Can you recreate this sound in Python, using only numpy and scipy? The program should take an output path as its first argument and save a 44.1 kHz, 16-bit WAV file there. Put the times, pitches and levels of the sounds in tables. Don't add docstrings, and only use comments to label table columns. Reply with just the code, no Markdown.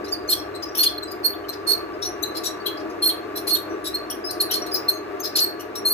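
import sys
import numpy as np
from scipy import signal
from scipy.fft import rfft, irfft
from scipy.io import wavfile
from scipy.ndimage import uniform_filter1d

SR = 44100
rng = np.random.default_rng(int(sys.argv[2]) if len(sys.argv) > 2 else 0)


def master_out(mix):
    frames = np.transpose(np.atleast_2d(mix))
    ceiling = np.clip(frames, -1, 1)
    pcm = np.round(ceiling * 32767).astype(np.int16)
    wavfile.write(sys.argv[1], SR, pcm)


def volts_from_db(level):
    exponent = np.asarray(level, float) / 20
    return 10 ** exponent


N = 261513

# start in seconds, length in seconds, starting pitch in Hz,
# level in dB, left minus right in dB.
SQUEALS = [(0.29, 0.017, 4320, -17, 1), (0.307, 0.012, 4270, -18.5, 10), (0.325, 0.013, 4203, -11.5, -1),
           (0.789, 0.011, 4330, -11, -8), (0.801, 0.014, 4380, -13, 0), (0.812, 0.02, 4420, -13, 10),
           (0.836, 0.014, 4320, -21, -3), (0.861, 0.017, 4200, -10, 6), (1.236, 0.0098, 4520, -26, -1),
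           (0.981, 0.0051, 4160, -18, 1), (1.246, 0.023, 4360, -12, -8), (1.271, 0.015, 4420, -13.5, 9),
           (1.675, 0.038, 4330, -14, -10), (1.716, 0.0085, 4370, -9, -4), (1.732, 0.0087, 4360, -11, 0),
           (1.748, 0.01, 4300, -20.5, 3), (2.025, 0.015, 3730, -26.5, 4), (2.038, 0.037, 4120, -32.5, -1),
           (2.233, 0.01, 3960, -16, 15), (2.352, 0.026, 4100, -28, 7), (2.455, 0.016, 3834, -20.5, 9),
           (3.024, 0.023, 4270, -10, 5), (3.055, 0.017, 4278, -14, -1), (3.07, 0.01, 4320, -11, 0),
           (3.087, 0.024, 4276, -15, 5), (3.472, 0.018, 4280, -23, 10), (3.355, 0.042, 4070, -31, -6),
           (3.504, 0.055, 4320, -13.5, -6), (3.941, 0.02, 4220, -17.5, 4), (4.403, 0.014, 4260, -9.5, 2.5),
           (4.5, 0.039, 3900, -30.5, 22), (4.55, 0.035, 4280, -23.5, -2), (4.75, 0.0086, 4090, -22, 0),
           (4.886, 0.011, 4213, -7, 4), (5.259, 0.013, 4080, -26.5, 4), (5.356, 0.01, 4240, -12, 3),
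           (5.38, 0.022, 4260, -20, 12), (5.407, 0.045, 4380, -15, 4), (5.853, 0.036, 4216, -14, 6),
           (5.903, 0.03, 4370, -17.5, 2)]
# start in seconds, length in seconds, pitch in Hz, level in dB.
SQUEAKS = [(0.124, 0.018, 4760, -17.5), (0.327, 0.015, 3320, -25), (0.544, 0.03, 4030, -37),
           (0.628, 0.016, 5000, -24), (0.297, 0.02, 7650, -29), (0.3, 0.028, 5100, -33),
           (0.834, 0.022, 4150, -42), (0.86, 0.026, 3300, -25), (1.026, 0.016, 4046, -29.5),
           (1.489, 0.014, 4120, -27.5), (1.336, 0.0065, 3340, -38), (1.668, 0.0044, 4320, -24),
           (0.826, 0.024, 3510, -32), (2.024, 0.018, 5520, -22), (2.055, 0.025, 5710, -23),
           (2.227, 0.0087, 6220, -24.5), (2.38, 0.004, 4940, -22.5), (2.463, 0.0067, 5570, -13.5),
           (2.659, 0.007, 4020, -22.5), (2.663, 0.013, 3220, -23), (3.025, 0.039, 5320, -36),
           (3.096, 0.014, 3310, -26.5), (3.867, 0.0081, 5450, -28), (4.242, 0.016, 5000, -29),
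           (4.256, 0.014, 5150, -32), (4.51, 0.032, 5600, -41), (4.507, 0.022, 3010, -26),
           (4.62, 0.0089, 5580, -22), (4.433, 0.0083, 4330, -24), (4.571, 0.005, 4300, -18),
           (4.895, 0.007, 4258, -16.5), (1.295, 0.017, 4370, -28), (3.959, 0.018, 4310, -28.5),
           (2.678, 0.034, 3210, -40), (5.245, 0.014, 4190, -35.5), (4.743, 0.011, 5010, -16.5),
           (4.888, 0.0089, 5050, -39), (5.231, 0.012, 5080, -29), (4.93, 0.05, 6340, -42),
           (5.753, 0.007, 3900, -38), (5.251, 0.011, 5070, -22), (3.566, 0.03, 4280, -27),
           (5.462, 0.02, 4310, -27), (5.755, 0.034, 5500, -28)]
# start in seconds, peak level in dB, pitch in Hz, length in seconds.
CHIRPS = [(0.045, -34, 4960, 0.01), (0.065, -39, 4000, 0.016), (0.38, -33, 5490, 0.03),
          (0.687, -36, 5780, 0.014), (0.885, -33, 5530, 0.02), (1.077, -34, 4970, 0.011),
          (1.089, -37, 5010, 0.012), (1.114, -29, 4870, 0.012), (0.141, -29, 4550, 0.017),
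          (0.632, -33, 5300, 0.015), (0.083, -40, 5700, 0.006), (1.532, -38, 4930, 0.018),
          (0.113, -41, 7260, 0.008), (0.284, -30, 6250, 0.0079), (0.312, -21, 3830, 0.012),
          (0.768, -33, 5600, 0.015), (1.115, -41, 7230, 0.0071), (1.442, -41, 3030, 0.013),
          (1.497, -41, 6220, 0.01), (1.937, -42, 5010, 0.008), (2.6, -40, 4480, 0.021),
          (2.798, -39, 4940, 0.005), (2.9, -50, 6430, 0.006), (2.902, -43, 5000, 0.008),
          (2.92, -51, 5600, 0.014), (3.025, -31, 3350, 0.02), (3.358, -37, 5600, 0.02),
          (3.476, -33, 2350, 0.012), (3.478, -23, 4700, 0.01), (3.553, -27, 3310, 0.012),
          (3.55, -35, 3840, 0.012), (3.885, -39, 5500, 0.01), (4.269, -22, 5270, 0.01),
          (4.765, -26, 5590, 0.016), (5.365, -37, 2350, 0.02), (5.597, -40, 5800, 0.02),
          (5.862, -33, 6500, 0.03), (3.697, -45, 5840, 0.038), (4.1, -46, 5600, 0.012),
          (4.105, -32, 3120, 0.025), (3.852, -32, 3920, 0.037), (3.098, -22, 3900, 0.011),
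          (4.662, -41, 4140, 0.024), (4.29, -29, 4150, 0.034), (4.313, -36, 4660, 0.006),
          (4.717, -23, 5020, 0.016), (5.595, -39, 2974, 0.027), (5.201, -27, 6320, 0.022),
          (4.284, -32, 5420, 0.02)]
# frequency in Hz, lead in radians.
PORT_LEAD = [(220, .1), (310, 1.1), (1120, 1.3), (1460, -.9), (2240, 1.5), (4050, .9), (4820, 2.7),
             (6290, 5.2), (7060, 7.0), (8800, 7.6), (12000, 7.1)]


def along_hz(table, hz):
    at, value = np.transpose(table)
    return np.interp(np.log(hz + 1), np.log(at + 1), value)


def level(x, db):
    return x * volts_from_db(db) / np.sqrt(np.mean(x ** 2))


def walk(rate, size=N):
    k = int(SR / rate)
    steps = np.repeat(rng.standard_normal(size // k + 1), k)
    return 1.25 * uniform_filter1d(uniform_filter1d(steps, k), k)[:size]


def bump(hz, centre, width):
    return 1 / np.sqrt(1 + (2 * (hz - centre) / width) ** 2)


def swell(length, rise, fall):
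    t = np.arange(int((length + 7 * fall) * SR)) / SR
    grow = np.sin(np.pi / 2 * np.clip(t / rise, 0, 1)) ** 2
    return grow * np.exp(-np.clip(t - length, 0, None) / fall)


def add(out, s, sound):
    i = max(int(s * SR), 0)
    out[..., i:i + sound.shape[-1]] += sound[..., :out.shape[-1] - i]


def two_ports(spectrum_gain, source):
    # frequency in Hz, share that left and right have in common (0 to 1).
    alike = [(30, 0.72), (190, 1), (350, 0.81), (700, 0.7), (1400, 0.31), (3000, 0.29), (16000, 0.72)]
    hz = np.fft.rfftfreq(source.shape[1], 1 / SR)
    share = np.clip(along_hz(alike, hz), 0, 1)
    common, left, right = rfft(source) * spectrum_gain
    shared = np.sqrt(share) * common
    left = shared * np.exp(1j * along_hz(PORT_LEAD, hz)) + np.sqrt(1 - share) * left
    right = shared + np.sqrt(1 - share) * right
    return irfft([left, right], source.shape[1])


def machine_head():
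    # frequency in Hz, level in dB per Hz.
    growl = [(15, -68), (25, -62), (92, -37), (215, -18.5), (252, -19), (284, -7), (332, -2), (366, -1.5),
             (717, -17.5), (761, -24.5), (1150, -11.5), (2800, -23.5)]
    hiss = [(3100, -34), (3700, -31), (5000, -35.5), (7000, -43), (10000, -49), (12800, -45.5),
            (16000, -47)]
    # frequency in Hz, width in Hz, height above the noise in dB.
    casing = [(59.2, 4, 11.5), (140.3, 9.2, 14), (221.5, 31, 7.5), (311.4, 17, 2.5), (330.4, 20, 6),
              (393, 18, 3.5), (415.3, 58, 6.5), (624.3, 30, 12.5), (715, 28.5, 17), (830, 40, 14),
              (947, 16, 9), (1155, 46, 10.5), (1529, 40, 5), (1700, 48, 8), (11190, 50, 10)]
    # time in seconds, growl level in dB, bench rumble in dB.
    load = [
        (0.0, -33.5, -62),
        (0.06, -34.5, -51),
        (1.0, -35, -55.5),
        (2.0, -34.5, -54),
        (2.5, -33, -57),
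        (3.29, -34, -58.5),
        (3.75, -34, -54),
        (5.0, -33, -60.5),
        (5.93, -34, -58),
    ]
    # frequency in Hz, level in dB.
    hum_tones = [(100, -57.5), (300, -47.5), (618, -58), (1162, -57)]
    t, hz = np.arange(N) / SR, np.fft.rfftfreq(N, 1 / SR)
    s, load_db, rumble_db = np.transpose(load)
    peaks = sum((volts_from_db(db) - 1) * bump(hz, f, w) ** 2 for f, w, db in casing)
    gain = volts_from_db(along_hz(growl + hiss, hz)) * (1 + peaks)
    low = 1 / (1 + (hz / 90) ** 8)
    pulse = (1 + 0.18 * np.sin(2 * np.pi * hum_tones[0][0] * t)) * volts_from_db(0.9 * walk(12))
    mesh = two_ports(gain * (1 - low), pulse * rng.standard_normal((3, N)))
    rumble = two_ports(gain * low * np.clip(hz / 45, 0, 1) ** 2, rng.standard_normal((3, N)))
    hum = sum(volts_from_db(db + 5.6 + 1.7 * walk(4.2)) * np.sin(2 * np.pi * f * t) for f, db in hum_tones)
    mesh = volts_from_db(np.array([[1.1], [-1.1]])) * level(mesh, 2.31) * volts_from_db(np.interp(t, s, load_db))
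    return mesh + level(rumble, 0) * volts_from_db(np.interp(t, s, rumble_db)) + hum


def slip_rate(s):
    tones = [(row[0], row[2]) for row in SQUEALS + SQUEAKS + CHIRPS if row[2] > 3700]
    return min(tones, key=lambda row: abs(row[0] - s))[1]


def causal(gain):
    cepstrum = irfft(np.log(gain + 1e-4))
    half = len(cepstrum) // 2
    cepstrum = np.concatenate([cepstrum[:1], 2 * cepstrum[1:half], np.zeros(half)])
    return np.exp(rfft(cepstrum))


def chip_ring(hz, slip_hz, bright_hz, low_db, chance):
    # frequency in Hz, width in Hz, level in dB.
    steel = [(3410, 180, -19), (4280, 35, 4), (5310, 3500, -12.5), (5600, 140, -21), (6930, 570, -27),
             (8640, 690, -22), (9400, 600, -9.5), (11220, 290, 3), (12400, 570, -6), (13200, 270, -11),
             (14300, 590, -10.5), (15200, 590, -4.5)]
    ring = sum(volts_from_db(db + 3 * a) * bump(hz, f * (1 + 0.006 * b), w) ** 2
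               for (f, w, db), (a, b) in zip(steel, chance))
    ring = ring + volts_from_db(-26)
    ring = ring + volts_from_db(1.5) * bump(hz, slip_hz, 300) ** 2 + volts_from_db(3) * bump(hz, bright_hz, 450) ** 2
    ring = ring + sum(volts_from_db(-2) * bump(hz, k * slip_hz, 350) ** 2 for k in (2, 3))
    patches_db = 4.5 * walk(SR / 22, size=len(hz))
    scrape_db = low_db / (1 + (hz / 3900) ** 12)
    return ring * volts_from_db(patches_db + scrape_db) / np.sqrt(1 + (2500 / (hz + 1)) ** 6)


def tearing_chips():
    # start in seconds, length in seconds, level in dB, treble over middle in dB,
    # low scrape over middle in dB.
    bites = [(0.289, 0.043, -28, 2.5, -3), (0.33, 0.004, -28.5, -1, -6), (0.748, 0.02, -32, 0, 8),
             (0.768, 0.034, -25, 5, 5), (0.823, 0.024, -23.5, 0, 5), (1.25, 0.014, -30, 2, -10),
             (1.669, 0.059, -32, -2, -8), (1.703, 0.016, -28.5, 0, -4), (2.017, 0.046, -37.5, -5, -4),
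             (2.23, 0.01, -41, 7, -2), (2.344, 0.037, -38.5, -9, -3), (2.369, 0.0056, -35.5, 0, -3),
             (2.434, 0.042, -31.5, -3, -7), (2.66, 0.012, -27.5, -3.5, 7), (3.019, 0.024, -32, 0, -5),
             (3.044, 0.034, -26.5, 9, -7), (3.088, 0.015, -35, -4, 0), (3.356, 0.014, -34, 0.5, -3),
             (3.372, 0.011, -33.5, -3, -3), (3.469, 0.036, -25.5, -3, -3), (3.549, 0.0068, -28, -6, -1),
             (3.842, 0.036, -33, -5.5, -4), (3.944, 0.013, -38, -4, -6), (4.1, 0.01, -31, -1, 1),
             (4.308, 0.0032, -30.5, -3, -15), (4.403, 0.016, -28.5, -2, -4), (4.509, 0.02, -27.5, -2, 4),
             (4.533, 0.024, -26, -8, 0), (4.742, 0.017, -30, -4, -7), (4.883, 0.018, -28, 3, -7),
             (5.236, 0.03, -30, -6, -5), (5.356, 0.038, -22.5, -8.5, -2), (5.408, 0.026, -25.5, 0, -5),
             (5.85, 0.08, -36.5, 2, -8)]
    # start in seconds, level in dB, treble over middle in dB,
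    # brightest treble in Hz.
    grazes = [(0.044, -41, -12, 10500), (0.081, -44.5, -6, 12100), (0.12, -37, -15, 9400),
              (0.276, -49, -1, 12800), (0.624, -39.5, -5, 14800), (1.028, -47, -12, 7940),
              (1.107, -43, -15, 12300), (1.233, -46, -9, 13200), (1.484, -43.5, -14, 12800),
              (1.527, -40, -13, 12600), (4.714, -41, -3, 11200), (2.772, -45.5, -18, 12500),
              (2.796, -50, -12, 10500), (2.897, -53, -6, 10940), (0.55, -46, -7, 12600),
              (4.262, -43, 0, 14900), (4.663, -36, -9, 12100), (5.195, -49, -17, 12500),
              (5.597, -41, 1, 13900), (5.754, -38, 2, 12400)]
    chips = [(*bite, 12500) for bite in bites]
    chips += [(s, 0.0087, db, treble_db, -2, bright_hz) for s, db, treble_db, bright_hz in grazes]
    chances = rng.standard_normal((len(chips), 12, 2))
    size = 8192
    hz = np.fft.rfftfreq(size, 1 / SR)
    treble = 1 / (1 + (6800 / (hz + 1)) ** 10)
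    out = np.zeros((2, N))
    for (s, length, db, treble_db, low_db, bright_hz), chance in zip(chips, chances):
        ring = chip_ring(hz, slip_rate(s), bright_hz, low_db, chance)
        middle, high = (causal(g) / np.sqrt(np.mean(g ** 2)) for g in (ring * (1 - treble), ring * treble))
        sound = 0
        for gain, share_db in ((middle, treble_db), (high, -treble_db)):
            drive = np.zeros(size)
            shape = swell(length + 0.0041, min(0.011, 0.56 * length), 0.013)
            add(drive, 0.005, volts_from_db(db + 1.5) * shape)
            slips = rng.standard_normal((3, size)) * volts_from_db(2.7 * walk(217, size=size))
            sound = sound + two_ports(gain / np.sqrt(1 + volts_from_db(2 * share_db)), slips * drive)
        add(out, s - 0.008, sound)
    return out * volts_from_db(np.array([[1.2], [-1.2]]))


def chatter(rows, trim_db, overtones_db, fall, wobble_db):
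    locking_hz = [4300, 5060, 5720, 6500, 8640, 11170, 13300]
    out = np.zeros((2, N))
    wobble, waver, flutter = walk(110), walk(100), walk(900)
    for s, length, start_hz, end_hz, db, pan_db in rows:
        shape = swell(length + 0.0009, 0.01, fall)
        t = np.arange(len(shape)) / SR
        i = np.clip(int(s * SR) + np.arange(len(shape)), 0, N - 1)
        loose = np.clip(np.min(np.abs(end_hz / np.array(locking_hz) - 1)) / 0.1, 0.1, 1)
        hz = start_hz + (end_hz - start_hz) * np.clip(2 * t / length - 0.5, -0.5, 1.5)
        hz = hz * (1 + 0.0031 * waver[i]) - 40 * np.exp(-t / 0.0058)
        phase = 2 * np.pi * np.cumsum(hz + 150 * loose * flutter[i]) / SR
        shape = shape * volts_from_db(wobble_db * wobble[i] - 0.69 * loose)
        pan = volts_from_db(np.array([[pan_db], [-pan_db]]) / 2)
        heard_db = overtones_db if end_hz > 3900 else overtones_db[:1]
        for k, over_db in enumerate(heard_db, start=1):
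            if k * end_hz < 0.36 * SR:
                lead = np.array([[along_hz(PORT_LEAD, k * end_hz)], [0]])
                sides = np.sin(k * phase + lead) * pan
                gain = volts_from_db(db + trim_db + over_db - abs(pan_db) / 4)
                add(out, s - 0.005, gain * shape ** (1 + (k > 1)) * sides)
    return out


def faint_chirps():
    rows = [(s, length, hz, hz, db, 2.5) for s, db, hz, length in CHIRPS]
    return chatter(rows, trim_db=-3, overtones_db=[0, -25, -22], fall=0.0086, wobble_db=2)


def thin_whistles():
    # start in seconds, length in seconds, pitch in Hz, level in dB.
    high_modes = [(0.775, 0.04, 12450, -19), (0.776, 0.006, 14260, -27), (0.803, 0.02, 13250, -11.5),
                  (1.242, 0.0084, 8630, -22), (1.245, 0.01, 12500, -17), (1.264, 0.008, 13370, -6.5),
                  (1.492, 0.0076, 12400, -16.5), (1.671, 0.04, 8600, -23), (2.227, 0.014, 12320, -17),
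                  (2.663, 0.012, 12450, -16), (3.033, 0.016, 15400, -25), (3.057, 0.014, 13160, -15),
                  (3.48, 0.016, 14300, -21), (3.535, 0.02, 12250, -20), (3.532, 0.023, 12900, -12),
                  (4.309, 0.0066, 12300, -19), (4.312, 0.0064, 9360, -15), (4.404, 0.024, 8600, -26),
                  (4.511, 0.0088, 12560, -10.5), (4.73, 0.023, 10000, -26), (4.739, 0.0094, 15200, -10.5),
                  (5.204, 0.006, 12400, -13.5), (5.234, 0.014, 15230, -28), (5.4, 0.045, 12900, -16.5),
                  (5.862, 0.01, 12300, -31), (5.87, 0.073, 8700, -30), (5.885, 0.03, 13100, -18),
                  (5.921, 0.012, 13040, -12), (0.125, 0.015, 14800, -34), (0.122, 0.03, 9400, -35),
                  (0.29, 0.025, 8500, -31), (0.3, 0.028, 12300, -14), (0.295, 0.02, 13000, -22),
                  (0.305, 0.015, 15000, -26), (0.976, 0.012, 12400, -34), (1.036, 0.011, 7960, -30),
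                  (1.027, 0.011, 12400, -38), (1.114, 0.013, 12070, -27), (1.115, 0.017, 14400, -38),
                  (1.116, 0.011, 9400, -33.5), (1.497, 0.0088, 8100, -30), (1.69, 0.03, 12900, -19),
                  (3.361, 0.02, 12340, -25.5), (3.515, 0.03, 8640, -26), (4.103, 0.015, 14200, -26),
                  (4.246, 0.039, 10200, -37), (5.365, 0.03, 14300, -22), (5.437, 0.014, 7770, -31),
                  (5.757, 0.006, 12200, -28), (5.76, 0.039, 11000, -35)]
    # start in seconds, length in seconds, pitch in Hz,
    # level in dB.
    pings = [
        (0.553, 0.014, 8050, -36),
        (3.372, 0.026, 9400, -30),
        (3.862, 0.022, 9400, -33),
        (4.103, 0.02, 8600, -33),
        (5.6, 0.016, 9000, -39),
        (3.035, 0.03, 9400, -31),
        (2.02, 0.025, 9300, -37),
        (5.405, 0.02, 7750, -31),
    ]
    # start in seconds, length in seconds, level in dB.
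    rings = [(0.3, 0.025, -16), (0.768, 0.024, -26), (0.829, 0.018, -10), (1.254, 0.022, -20),
             (1.673, 0.045, -23), (2.061, 0.04, -32), (2.374, 0.013, -28.5), (2.459, 0.024, -26),
             (2.661, 0.011, -25), (3.024, 0.034, -17), (3.094, 0.013, -20.5), (3.473, 0.033, -19),
             (3.53, 0.035, -24), (3.842, 0.052, -29), (4.104, 0.014, -19.5), (4.412, 0.022, -13.5),
             (4.517, 0.0099, -19), (4.537, 0.01, -18), (5.36, 0.02, -15), (5.403, 0.0081, -12),
             (5.853, 0.075, -21.5)]
    bar_hz = 11176
    rows = [(s, length, hz, hz, db, 6) for s, length, hz, db in high_modes + pings]
    rows += [(s, length, bar_hz, bar_hz, db, 4) for s, length, db in rings]
    return chatter(rows, trim_db=-6, overtones_db=[0], fall=0.0025, wobble_db=-0.5)


def squeals_and_squeaks():
    # frequency in Hz, left minus right in dB.
    squeak_pan = [(3000, 25), (4080, 21), (4800, -6.5), (5080, 23.5), (5600, 2.5), (6400, 10)]
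    settle_hz, pull, most_slide_hz = 4299, 0.32, 88
    rows = []
    for s, length, hz, db, pan_db in SQUEALS:
        slide_hz = np.clip(pull * (settle_hz - hz), -most_slide_hz, most_slide_hz)
        rows.append((s, length, hz, hz + slide_hz, db, pan_db - 2.5))
    for s, length, hz, db in SQUEAKS:
        rows.append((s, length, hz, hz * 1.011, db, along_hz(squeak_pan, hz)))
    return chatter(rows, trim_db=-1, overtones_db=[0, -22, -18], fall=0.0052, wobble_db=1.5)


def room(x):
    t60_s, treble_t60_s, tail_db = 0.27, 0.22, -7.5
    t = np.arange(int(0.7 * SR)) / SR
    noise = rng.standard_normal((2, len(t)))
    dull = signal.sosfilt(signal.butter(2, 7000, fs=SR, output="sos"), noise)
    fade = np.exp(-np.log(1000) * t / t60_s)
    treble_fade = np.exp(-np.log(1000) * t / treble_t60_s)
    tail = (dull * fade + (noise - dull) * treble_fade) * np.clip(t / 0.00084, 0, 1)
    tail = tail * volts_from_db(tail_db) / np.sqrt(np.sum(tail ** 2, axis=1, keepdims=True))
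    return signal.fftconvolve(x[:1], tail, axes=1)[:, :N]


def scene():
    cut = tearing_chips() + faint_chirps() + thin_whistles() + squeals_and_squeaks()
    return machine_head() + cut + room(cut)


def roll_off(x):
    return signal.sosfilt(signal.butter(12, 15950, fs=SR, output="sos"), x)


def record(dry):
    top_cut = signal.ellip(6, 0.5, 50, 15300, fs=SR, output="sos")
    return roll_off(signal.sosfilt(top_cut, dry))


dry = scene()
out = record(dry)
master_out(out)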